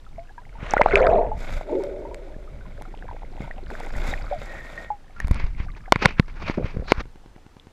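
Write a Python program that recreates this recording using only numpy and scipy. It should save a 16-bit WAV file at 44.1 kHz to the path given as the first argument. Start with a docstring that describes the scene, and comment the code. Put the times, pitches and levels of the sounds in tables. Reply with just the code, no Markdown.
"""Cased camera in a stream

A camera in a waterproof case is pushed through a stream beside a hand net, then lifted out.
Under water, ringing sines make bubbles, dense swarms make gulps, and rough noise makes weed and fingers.
In the air, fingers rub the case and blows ring its shell, crack and thud; the net drips, electronics tick.
The closed case makes all this mono at the microphone, which the hardest knocks and bubbles overload."""
import sys
import numpy as np
from scipy import signal
from scipy.fft import rfft, irfft, next_fast_len
from scipy.io import wavfile
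from scipy.ndimage import uniform_filter1d

SR = 44100
rng = np.random.default_rng(int(sys.argv[2]) if len(sys.argv) > 2 else 0)


def put_to_file(sound):
    """Save the sound as 16-bit audio at rate SR, in the file named by the first command-line argument."""
    columns = np.atleast_2d(sound).T  # one column per channel
    safe = np.clip(columns, -1, 1)
    whole_steps = np.round(safe * 32767)
    wavfile.write(sys.argv[1], SR, whole_steps.astype(np.int16))


N = 340452
TIME = np.arange(N) / SR


def from_db(db):
    """Amplitude ratio of a level in dB."""
    return 10 ** (np.asarray(db) / 20)


def rms_one(x):
    """Scale to an rms of 1."""
    return x / np.sqrt(np.mean(x ** 2) + 1e-20)


def evened(x, window_s):
    """Hold the short-term level of a texture near 1."""
    return x / np.sqrt(uniform_filter1d(x ** 2, int(window_s * SR)) + 1e-4)


def level(rows):
    """Gain that follows rows of (t/s, level/dB), silent outside them."""
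    rows = np.array(rows)
    return from_db(np.interp(TIME, rows[:, 0], rows[:, 1], left=-150, right=-150))


def swells(rows, attack_s, release_s):
    """Gain of events (start, length, dB) that rise, hold and die away; overlaps add in power."""
    power = np.zeros(N)
    for s, length, db in rows:
        away = np.maximum((s - TIME) / attack_s, (TIME - s - length) / release_s)
        power += (from_db(db) * np.exp(-np.clip(away, 0, 20))) ** 2
    return np.sqrt(power)


def at_hz(points, hz):
    """Read a spectrum on a log-frequency axis."""
    points = np.array(points)
    return np.interp(np.log(hz), np.log(points[:, 0]), points[:, 1])


def low_pass(x, hz, order=2):
    """Butterworth low-pass."""
    return signal.sosfilt(signal.butter(order, hz, "low", fs=SR, output="sos"), x + 1e-18)


def add(out, s, sound):
    """Mix a sound in from time s."""
    start = max(int(s * SR), 0)
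    out[start:start + len(sound)] += sound[:max(N - start, 0)]


def drift(rate):
    """Random wander with spread 1, through a new chance value rate times a second."""
    knots = rng.standard_normal(4000)
    return rms_one(np.interp(TIME * rate, np.arange(len(knots)), knots))


def coloured(x, spectrum):
    """Give x a spectrum that falls away steeply beyond its ends; rms 1."""
    size = next_fast_len(N)
    hz = np.maximum(np.arange(size // 2 + 1) * SR / size, 1)
    low_skirt = np.minimum(hz / spectrum[0][0], 1) ** 4
    high_skirt = np.minimum(spectrum[-1][0] / hz, 1) ** 4
    gain = from_db(at_hz(spectrum, hz)) * low_skirt * high_skirt
    return rms_one(irfft(rfft(x, size) * gain, size)[:N])


def friction(spectrum, grain_db, flutter_db):
    """Countless tiny slips of uneven size, coming in flurries."""
    grains = np.repeat(rng.standard_normal(N // 16 + 1), 16)[:N]
    slips = rng.standard_normal(N) * from_db(grain_db * grains)
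    return coloured(slips * from_db(flutter_db * drift(120)), spectrum)


def ring(clicks, hz, t60):
    """A unit click sets a sine of height 1 ringing."""
    r = from_db(-60 / (t60 * SR))
    w = 2 * np.pi * hz / SR
    return signal.lfilter([0, np.sin(w)], [1, -2 * r * np.cos(w), r * r], clicks + 1e-18)


def swarm(colour, per_s, cycles, spread_db, count=40):
    """Random pulses, each swelling quickly and ringing some cycles at one of count pitches; rms 1."""
    born = rng.random(N) < per_s / SR
    uneven = from_db(spread_db * np.minimum(rng.exponential(1, N), 2))
    sizes = born * uneven * rng.choice([-1, 1], N)
    dealt = rng.integers(0, count, N)
    out = np.zeros(N)
    for k, hz in enumerate(np.geomspace(colour[0][0], colour[-1][0], count)):
        onset = ring(sizes * (dealt == k), hz, 3 / hz)
        out += from_db(at_hz(colour, hz)) * hz ** 2 * ring(onset, hz, cycles / hz)
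    return rms_one(out)


def hiss_pair():
    """A trace of independent steady noise in each channel."""
    spectrum = [(20, 24), (100, 11), (400, 0.0), (2500, -3.0), (7000, 0), (14000, -9)]  # f/Hz, level/dB
    return from_db(-73) * np.array([coloured(rng.standard_normal(N), spectrum) for side in "LR"])


def stream():
    """Steady noise of the stream, weaker towards the treble."""
    # spectrum of the flow: f/Hz, relative level/dB
    stream_spectrum = [(80, 4), (150, -8.5), (330, -7.5), (640, -11.5), (1000, -14.5), (1400, -17),
                       (2200, -20.5), (3700, -24.5), (7000, -29.5), (12300, -35.5), (16000, -36.5)]
    return from_db(-56.5) * coloured(rng.standard_normal(N), stream_spectrum)


def ticks(tick_db=-35, width_s=0.00159, edge_hz=2500):
    """The camera's radio draws current in short square bursts, about ten a second."""
    start_s, period_s = 7.0555, .1024
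    gate = ((TIME - start_s) % period_s < width_s) & (TIME > start_s)
    return -from_db(tick_db) * low_pass(1.0 * gate, edge_hz, order=1)


def buffeting(trim_db=0.5):
    """Flow and handling buffet the case: low rumble of uneven strength."""
    # strength of the buffeting, before the trim: t/s, level/dB
    buffet_rows = [(0.0, -45), (0.13, -37.5), (0.36, -44.5), (0.97, -23.5), (1.48, -30), (1.57, -22.5),
                   (1.63, -39), (3.83, -33.5), (3.98, -23), (4.62, -39.5), (5.12, -45.5), (5.27, -24.5),
                   (5.7, -30.5), (5.78, -39.5), (6.04, -33), (7.01, -34), (7.1, -43.5), (7.72, -58.5)]
    # spectrum of the rumble: f/Hz, relative level/dB
    rumble_spectrum = [(12, -10.5), (20, 1), (30, -4.5), (50, -13.5), (80, -24), (140, -27), (250, -37),
                       (500, -65.5)]
    rumble = evened(coloured(rng.standard_normal(N), rumble_spectrum), window_s=0.034)
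    return from_db(trim_db) * level(buffet_rows) * rumble


def trickle():
    """A thin swarm of small bubbles and drips, each a short ring."""
    # strength of the trickle: t/s, level/dB
    trickle_rows = [(0, -57.5), (.6, -59), (1.3, -61.5), (2.8, -66), (4.2, -43), (5.0, -64), (5.7, -51.5),
                    (7.72, -72)]
    # weight of the drip pitches: f/Hz, relative level/dB
    trickle_spectrum = [(750, 13.5), (1000, -5.5), (2100, 0.5), (2900, -15.5), (3800, -14.5), (5500, -23)]
    return swarm(trickle_spectrum, per_s=130, cycles=28, spread_db=6) * level(trickle_rows)


def spray():
    """As the case breaks the surface, a dense swarm of small rings swells and fades."""
    # strength of the spray: t/s, level/dB
    spray_rows = [(.58, -50), (.7, -43.5), (.88, -32), (.97, -25), (1.08, -33.5), (1.25, -51), (1.36, -64)]
    # weight of the spray pitches: f/Hz, relative level/dB
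    spray_spectrum = [(900, 6), (1300, 9.5), (1800, 4.5), (2300, 6.5), (2900, -19), (3800, -11),
                      (5000, -29.5), (8000, -29), (11000, -67)]
    drops = swarm(spray_spectrum, per_s=1100, cycles=28, spread_db=6)
    return evened(drops, window_s=.04) * level(spray_rows)


def sheeting():
    """Water sheets over the case as fluttering noise."""
    # the plunge: t/s of the start, length/s, level/dB
    plunge_rows = [(.635, 0.073, -39)]
    spectrum = [(150, 7.0), (500, 6.0), (1400, 6.0), (2300, 5.0), (3500, -4), (4800, -15.5),
                (6200, -15.5), (9000, -25.5), (14000, -44.5)]  # f/Hz, relative level/dB
    sheet = friction(spectrum, grain_db=1.0, flutter_db=4.0)
    return sheet * swells(plunge_rows, attack_s=0.036, release_s=.22)


def cloud(colour):
    """Large bubbles born so fast that they merge into one boiling note."""
    return evened(swarm(colour, per_s=560, cycles=65, spread_db=2), window_s=.03)


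def gulps():
    """Two clouds of air shaken loose under water; the second lingers."""
    # each cloud: t/s of the start, length/s, level/dB
    gulp_rows = [(1.06, 0.13, -16.5)]
    gurgle_rows = [(1.73, .06, -24)]
    # weight of the pitches in each cloud: f/Hz, relative level/dB
    gulp_spectrum = [(200, -8.5), (320, -26), (400, 0), (470, 5.5), (530, -3.5), (610, 5), (690, 7.5),
                     (780, -14), (900, -3.5), (1100, -26)]
    gurgle_spectrum = [(240, -20), (310, -9.5), (390, -0.5), (480, -9), (580, 1.5), (650, -7), (720, -29.5),
                       (920, -18.5)]
    gulp = cloud(gulp_spectrum) * swells(gulp_rows, attack_s=0.11, release_s=0.053)
    burst = swells(gurgle_rows, attack_s=0.032, release_s=0.025)
    tail = from_db(-4.5) * swells(gurgle_rows, attack_s=0.03, release_s=0.27)
    return gulp + cloud(gurgle_spectrum) * np.hypot(burst, tail)


def brushing():
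    """Weed and fingers slide on the submerged case; stems and grit tap harder when brushed harder."""
    # strokes of weed and fingers: t/s of the start, length/s, level/dB
    brush_rows = [(1.40, .17, -39), (1.70, 0.18, -48), (1.9, 0.42, -54.5), (2.4, 2, -57),
                  (2.82, 0.024, -56), (3.41, 0.036, -46.5), (3.72, 0.17, -43.5), (3.96, 0.063, -39.5),
                  (4.05, 0.051, -33), (4.2, 0.25, -46), (4.42, 0.41, -43.5)]
    # spells of tapping, before the brushing scales them: t/s of the start, length/s, level/dB
    tap_rows = [(2.78, 1.29, -34), (3.73, 0.053, -29.5)]
    # spectra of scrape, hiss and tap pitches: f/Hz, relative level/dB
    scrape_spectrum = [(130, -1), (300, -1), (430, -3), (590, 6), (850, -4.5), (1150, -7.5), (1480, 0),
                       (1750, -9), (2200, -1), (2900, -19), (3650, -11), (4300, -22)]
    hiss_spectrum = [(4200, -11), (4900, -7), (5800, -11), (7400, -7.5), (8900, -19.5), (10800, -15),
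                     (12800, -16), (15000, -29)]
    tap_spectrum = [(160, 10), (350, 13.5), (580, 16.5), (900, 15), (1150, -45), (1500, 12), (2100, -15),
                    (2900, -1.5), (3700, -28), (7000, -43)]
    rub = swells(brush_rows, attack_s=0.028, release_s=0.056)
    scrape = rub * friction(scrape_spectrum, grain_db=4, flutter_db=2.0)
    # the hiss grows faster than the scrape, so a stronger rub is brighter
    hiss = from_db(-6.0) * rub ** 1.242 * friction(hiss_spectrum, grain_db=3.0, flutter_db=2.5)
    tapping = evened(swarm(tap_spectrum, per_s=200, cycles=10, spread_db=5, count=24), window_s=.12)
    follow = rub ** 0.24  # taps take this share of the brushing level in dB
    return scrape + hiss + tapping * follow * swells(tap_rows, attack_s=0.045, release_s=.04)


def squeaks():
    """A finger sings on the wet case: noise excites one narrow resonance."""
    # each squeak: t/s of the start, length/s, level/dB
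    squeak_rows = [(4.522, 0.075, -42), (4.65, 0.029, -44.5), (4.785, 0.095, -48.5)]
    tone = evened(rms_one(ring(rng.standard_normal(N), 1870, 0.056)), window_s=0.09)
    return tone * swells(squeak_rows, attack_s=0.059, release_s=0.02)


def creaks():
    """The grip shifts and creaks in a dense swarm of dull slips."""
    # each creak: t/s of the start, length/s, level/dB
    creak_rows = [(6.577, .005, -19), (6.6, 0.054, -30.5), (6.74, 0.086, -37)]
    # weight of the creak pitches: f/Hz, relative level/dB
    grip_spectrum = [(110, 11), (210, 8.5), (300, -10), (380, -0.5), (470, 8), (600, -7), (900, -18),
                     (1800, -22)]
    creak = evened(swarm(grip_spectrum, per_s=800, cycles=9, spread_db=4, count=16), window_s=.03)
    return creak * swells(creak_rows, attack_s=0.0022, release_s=0.013)


def rubs(sing_db=-3, sing_t60_s=.004):
    """In the air, fingers swish over the shell, each stroke half singing at its own pitch."""
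    # finger strokes: t/s of the peak, level/dB of the swish, swell/s, fade/s, f/Hz of the singing
    rub_rows = [(5.224, -43, 0.031, 0.019, 1860), (5.406, -36.5, 0.05, 0.039, 2110),
                (5.605, -38.5, 0.019, .022, 2180), (5.78, -54, .02, 0.013, 1960),
                (5.939, -36.5, .0063, 0.029, 2230), (6.028, -26.5, .015, 0.027, 2500),
                (6.053, -16, 0.0075, 0.005, 1010), (6.091, -34, 0.018, 0.023, 2400),
                (6.185, -30.5, 0.0039, 0.0063, 2000), (6.298, -45, 0.014, 0.014, 2190),
                (6.369, -45, 0.02, 0.1, 1410), (6.477, -32, .023, 0.039, 2400),
                (6.66, -38, 0.017, 0.044, 2340), (6.908, -31.5, 0.018, 0.013, 4300),
                (7.003, -35, 0.053, 0.0078, 1470)]
    shell = [(150, 5.5), (400, 4.5), (700, 1.0), (950, 5), (1400, 3.5), (1800, 0), (2350, 2), (3100, -11),
             (4600, -8.5), (6500, -19.5), (9000, -45), (11000, -35), (15000, -49)]  # f/Hz, relative level/dB
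    slips = friction(shell, grain_db=-1, flutter_db=5.5)
    dull_noise = low_pass(rng.standard_normal(N), 4500)
    out = np.zeros(N)
    for s, db, swell, fade, hz in rub_rows:
        singing = from_db(sing_db) * rms_one(ring(dull_noise, hz, sing_t60_s))
        out += swells([(s, 0, db)], swell, fade) * (slips + singing)
    return out


def bubble(hz, db, t60, rise, pinch_cycles=0.69):
    """A bubble pinches off within a cycle, then rings down, its pitch shifting as it nears a surface."""
    t = np.arange(int(t60 * SR)) / SR
    phase = 2 * np.pi * np.cumsum(hz * 2 ** (rise * t / t60)) / SR
    swell = 1 - np.exp(-t * hz / pinch_cycles)
    return -from_db(db) * swell * np.exp(-np.log(1000) * t / t60) * np.sin(phase)


def loud_bubbles():
    """The loudest single bubbles, each a decaying sine."""
    # t/s, f/Hz, level/dB before swell and decay, t60/s, pitch rise per t60/octaves
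    bubble_rows = [(.065, 1300, -39, .031, 0), (0.182, 665, -27.5, 0.13, 0.17),
                   (.293, 1640, -41.5, .043, .15), (.379, 935, -30.5, 0.07, 0.3),
                   (.38, 1635, -36.5, 0.044, 0), (0.553, 894, -37.5, 0.1, 0.2),
                   (.709, 6040, -14.5, 0.0043, -0.2), (0.7369, 838, -1.5, 0.022, -0.06),
                   (0.768, 645, 10.5, 0.0041, 0), (0.767, 1374, -11, 0.045, .5),
                   (.779, 1910, -12, 0.019, 0.3), (0.7957, 582, -5.5, 0.067, 0.1),
                   (.812, 823, 7.5, .011, 0.4), (.8166, 2085, -4.5, 0.017, -0.07),
                   (0.8606, 758, 11, 0.0079, 0), (.9255, 2090, -13, .024, 0.15),
                   (0.935, 396, -8.5, 0.18, 0.19), (.9564, 2290, 6.5, 0.0072, .45),
                   (.969, 620, -7, 0.056, 0.25), (1.004, 520, -10.5, 0.31, 0.05),
                   (1.0205, 596, -12, 0.024, -0.3), (1.0707, 1400, -0.5, 0.0064, -0.3),
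                   (1.107, 680, -16, 0.083, 0), (1.1425, 740, -9, 0.026, -0),
                   (1.316, 842, -18.5, .083, 0.17), (1.611, 670, -10, 0.0081, 0.1),
                   (1.694, 863, -27.5, 0.054, 0.13), (2.051, 887, -30.5, 0.091, 0.4),
                   (2.113, 913, -33.5, .08, 0.46), (2.61, 1480, -40, 0.047, 0.2),
                   (2.853, 1300, -31.5, 0.017, 0.3), (3.024, 1640, -31.5, .013, -0.2),
                   (3.42, 2190, -35.5, 0.043, -.1), (3.443, 925, -35, .051, 0.1),
                   (3.088, 935, -26.5, 0.031, 0.3), (3.112, 844, -23.5, 0.023, 0.8),
                   (3.511, 1860, -22.5, 0.018, .15), (4.114, 3780, -33, 0.061, -0.03),
                   (4.138, 1940, -12.5, 0.012, -0.3), (4.312, 569, -19.5, 0.16, 0.32),
                   (4.324, 775, -20, 0.14, -0.8), (4.777, 1870, -26, 0.084, -0.05),
                   (4.903, 847, -16, 0.11, -0.12), (5.163, 1400, -40, 0.16, -0.16),
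                   (5.202, 1730, -14.5, .016, 0.3), (5.686, 1210, -38.5, 0.076, -0.3),
                   (7.598, 3430, -32, 0.0063, 0.05)]
    out = np.zeros(N)
    for s, hz, db, t60, rise in bubble_rows:
        add(out, s, bubble(hz, db, t60, rise))
    return out


def stray_bubbles(start_s=1.9, pass_s=1.75, count=13, low_hz=716, high_hz=2400, cycles=55):
    """Faint bubbles slip out of the weed at random, all ringing for the same number of cycles."""
    out = np.zeros(N)
    for k, (when, size, strength) in enumerate(rng.random((count, 3))):
        hz = low_hz * (high_hz / low_hz) ** (size ** 2)
        db = -40.5 - 2.5 * (2 * strength - 1)
        s = start_s + (k + when) * pass_s / count
        add(out, s, bubble(hz, db, cycles / hz, rise=0.15))
    return out


def blow(ring_db, crack_db, thud_db, thud_s, crack_s=0.0011, crack_hz=6500, mode_spread_db=2):
    """A blow cracks, rings the shell and squeezes the air inside: one swing down and a smaller one back."""
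    # modes of the case, strength varying from blow to blow: f/Hz, mean relative level/dB, t60/s
    case_modes = [(520, -10.5, 0.016), (774, -5, 0.0057), (1057, -5, 0.013), (1400, -5, 0.0091),
                  (2194, 0, 0.0065), (2373, -8.5, 0.0074), (3590, -21.5, 0.013), (4750, -22.5, 0.008)]
    t = np.arange(SR // 8) / SR
    strengths = from_db(mode_spread_db * rng.standard_normal(len(case_modes)))
    shell = np.zeros(len(t))
    for k, (strength, (hz, db, t60)) in enumerate(zip(strengths, case_modes)):
        decay = np.exp(-np.log(1000) * t / t60)
        shell += strength * from_db(db) * decay * np.sin(2 * np.pi * hz * t) * (-1) ** k
    crack = low_pass(rng.standard_normal(len(t)), crack_hz) * np.exp(-t / crack_s)
    age = t / thud_s
    thud = -1.9 * np.sin(np.pi * age / 1.2) * np.exp(-1.2 * age) * np.minimum(age * 4, 1)
    return from_db(ring_db) * shell + from_db(crack_db) * crack + from_db(thud_db) * thud


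def bumps():
    """Soft bumps of the hand mostly thud, with a little ring and crack."""
    # t/s, level/dB of the thud, thud length/s
    bump_rows = [(.629, -22, 0.003), (2.364, -29, 0.0026), (3.405, -20, 0.0024), (4.087, -19, 0.0092),
                 (5.245, -11, 0.011), (5.31, -4, 0.0073), (5.439, -13, 0.014), (5.601, -15, 0.0081),
                 (6.644, -14.5, 0.0054), (6.769, -15, 0.0037), (6.796, -16.5, 0.0083), (6.98, -17, 0.0082)]
    out = np.zeros(N)
    for s, db, length in bump_rows:
        add(out, s, blow(db - 17.5, db - 44, db, length))
    return out


def clicks_on_shell():
    """Grit and drops click on the shell: a crack above a weaker ring and thud."""
    # t/s, level/dB of the crack
    click_rows = [(1.837, -30), (2.145, -27), (2.8216, -26.5), (3.705, -33.5), (3.801, -27.5), (3.863, -34),
                  (5.202, -21.5), (5.2726, -28), (5.282, -23.5), (5.313, -18), (5.345, -30.5)]
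    out = np.zeros(N)
    for s, db in click_rows:
        add(out, s, blow(db - 4, db, db - 4, 0.0008, crack_s=0.00043, crack_hz=10200))
    return out


def knocks():
    """Hard knocks ring, crack and thud the case in varying shares."""
    # t/s, ring level/dB, crack level/dB, thud level/dB, thud length/s
    knock_rows = [(0.7365, -13, -4.5, -9, .0007), (0.8162, -17, -37, -0.5, 0.0005),
                  (1.0676, -8, -27, -24, 0.00175), (5.9224, 11, 2, 13, 0.00072),
                  (5.959, -8, -19, -12, 0.0031), (6.057, 10, 4, -.5, 0.0029), (6.197, 0, -28, 2, 0.0027),
                  (6.498, -18.5, -44, -10.5, 0.0017), (6.9202, 4, -26, 9.5, 0.00091)]
    out = np.zeros(N)
    for s, ring_db, crack_db, thud_db, thud_s in knock_rows:
        add(out, s, blow(ring_db, crack_db, thud_db, thud_s, crack_s=0.00013, crack_hz=5500))
    return out


def scene():
    """The closed case makes everything mono, save a trace of hiss."""
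    background = stream() + ticks() + buffeting()
    water = trickle() + spray() + sheeting() + gulps() + loud_bubbles() + stray_bubbles()
    touch = brushing() + squeaks() + creaks() + rubs()
    contacts = bumps() + clicks_on_shell() + knocks()
    return background + water + touch + contacts + hiss_pair()


def record(dry, knee=8, top_hz=10000, cutoff_hz=16400):
    """The microphone overloads on the loudest peaks; the treble rolls off and the top is cut."""
    limited = dry / (1 + np.abs(dry) ** knee) ** (1 / knee)
    dulled = low_pass(limited, top_hz, order=1)
    return signal.sosfilt(signal.cheby2(12, 70, cutoff_hz, fs=SR, output="sos"), dulled)


dry = scene()
out = record(dry)
put_to_file(out)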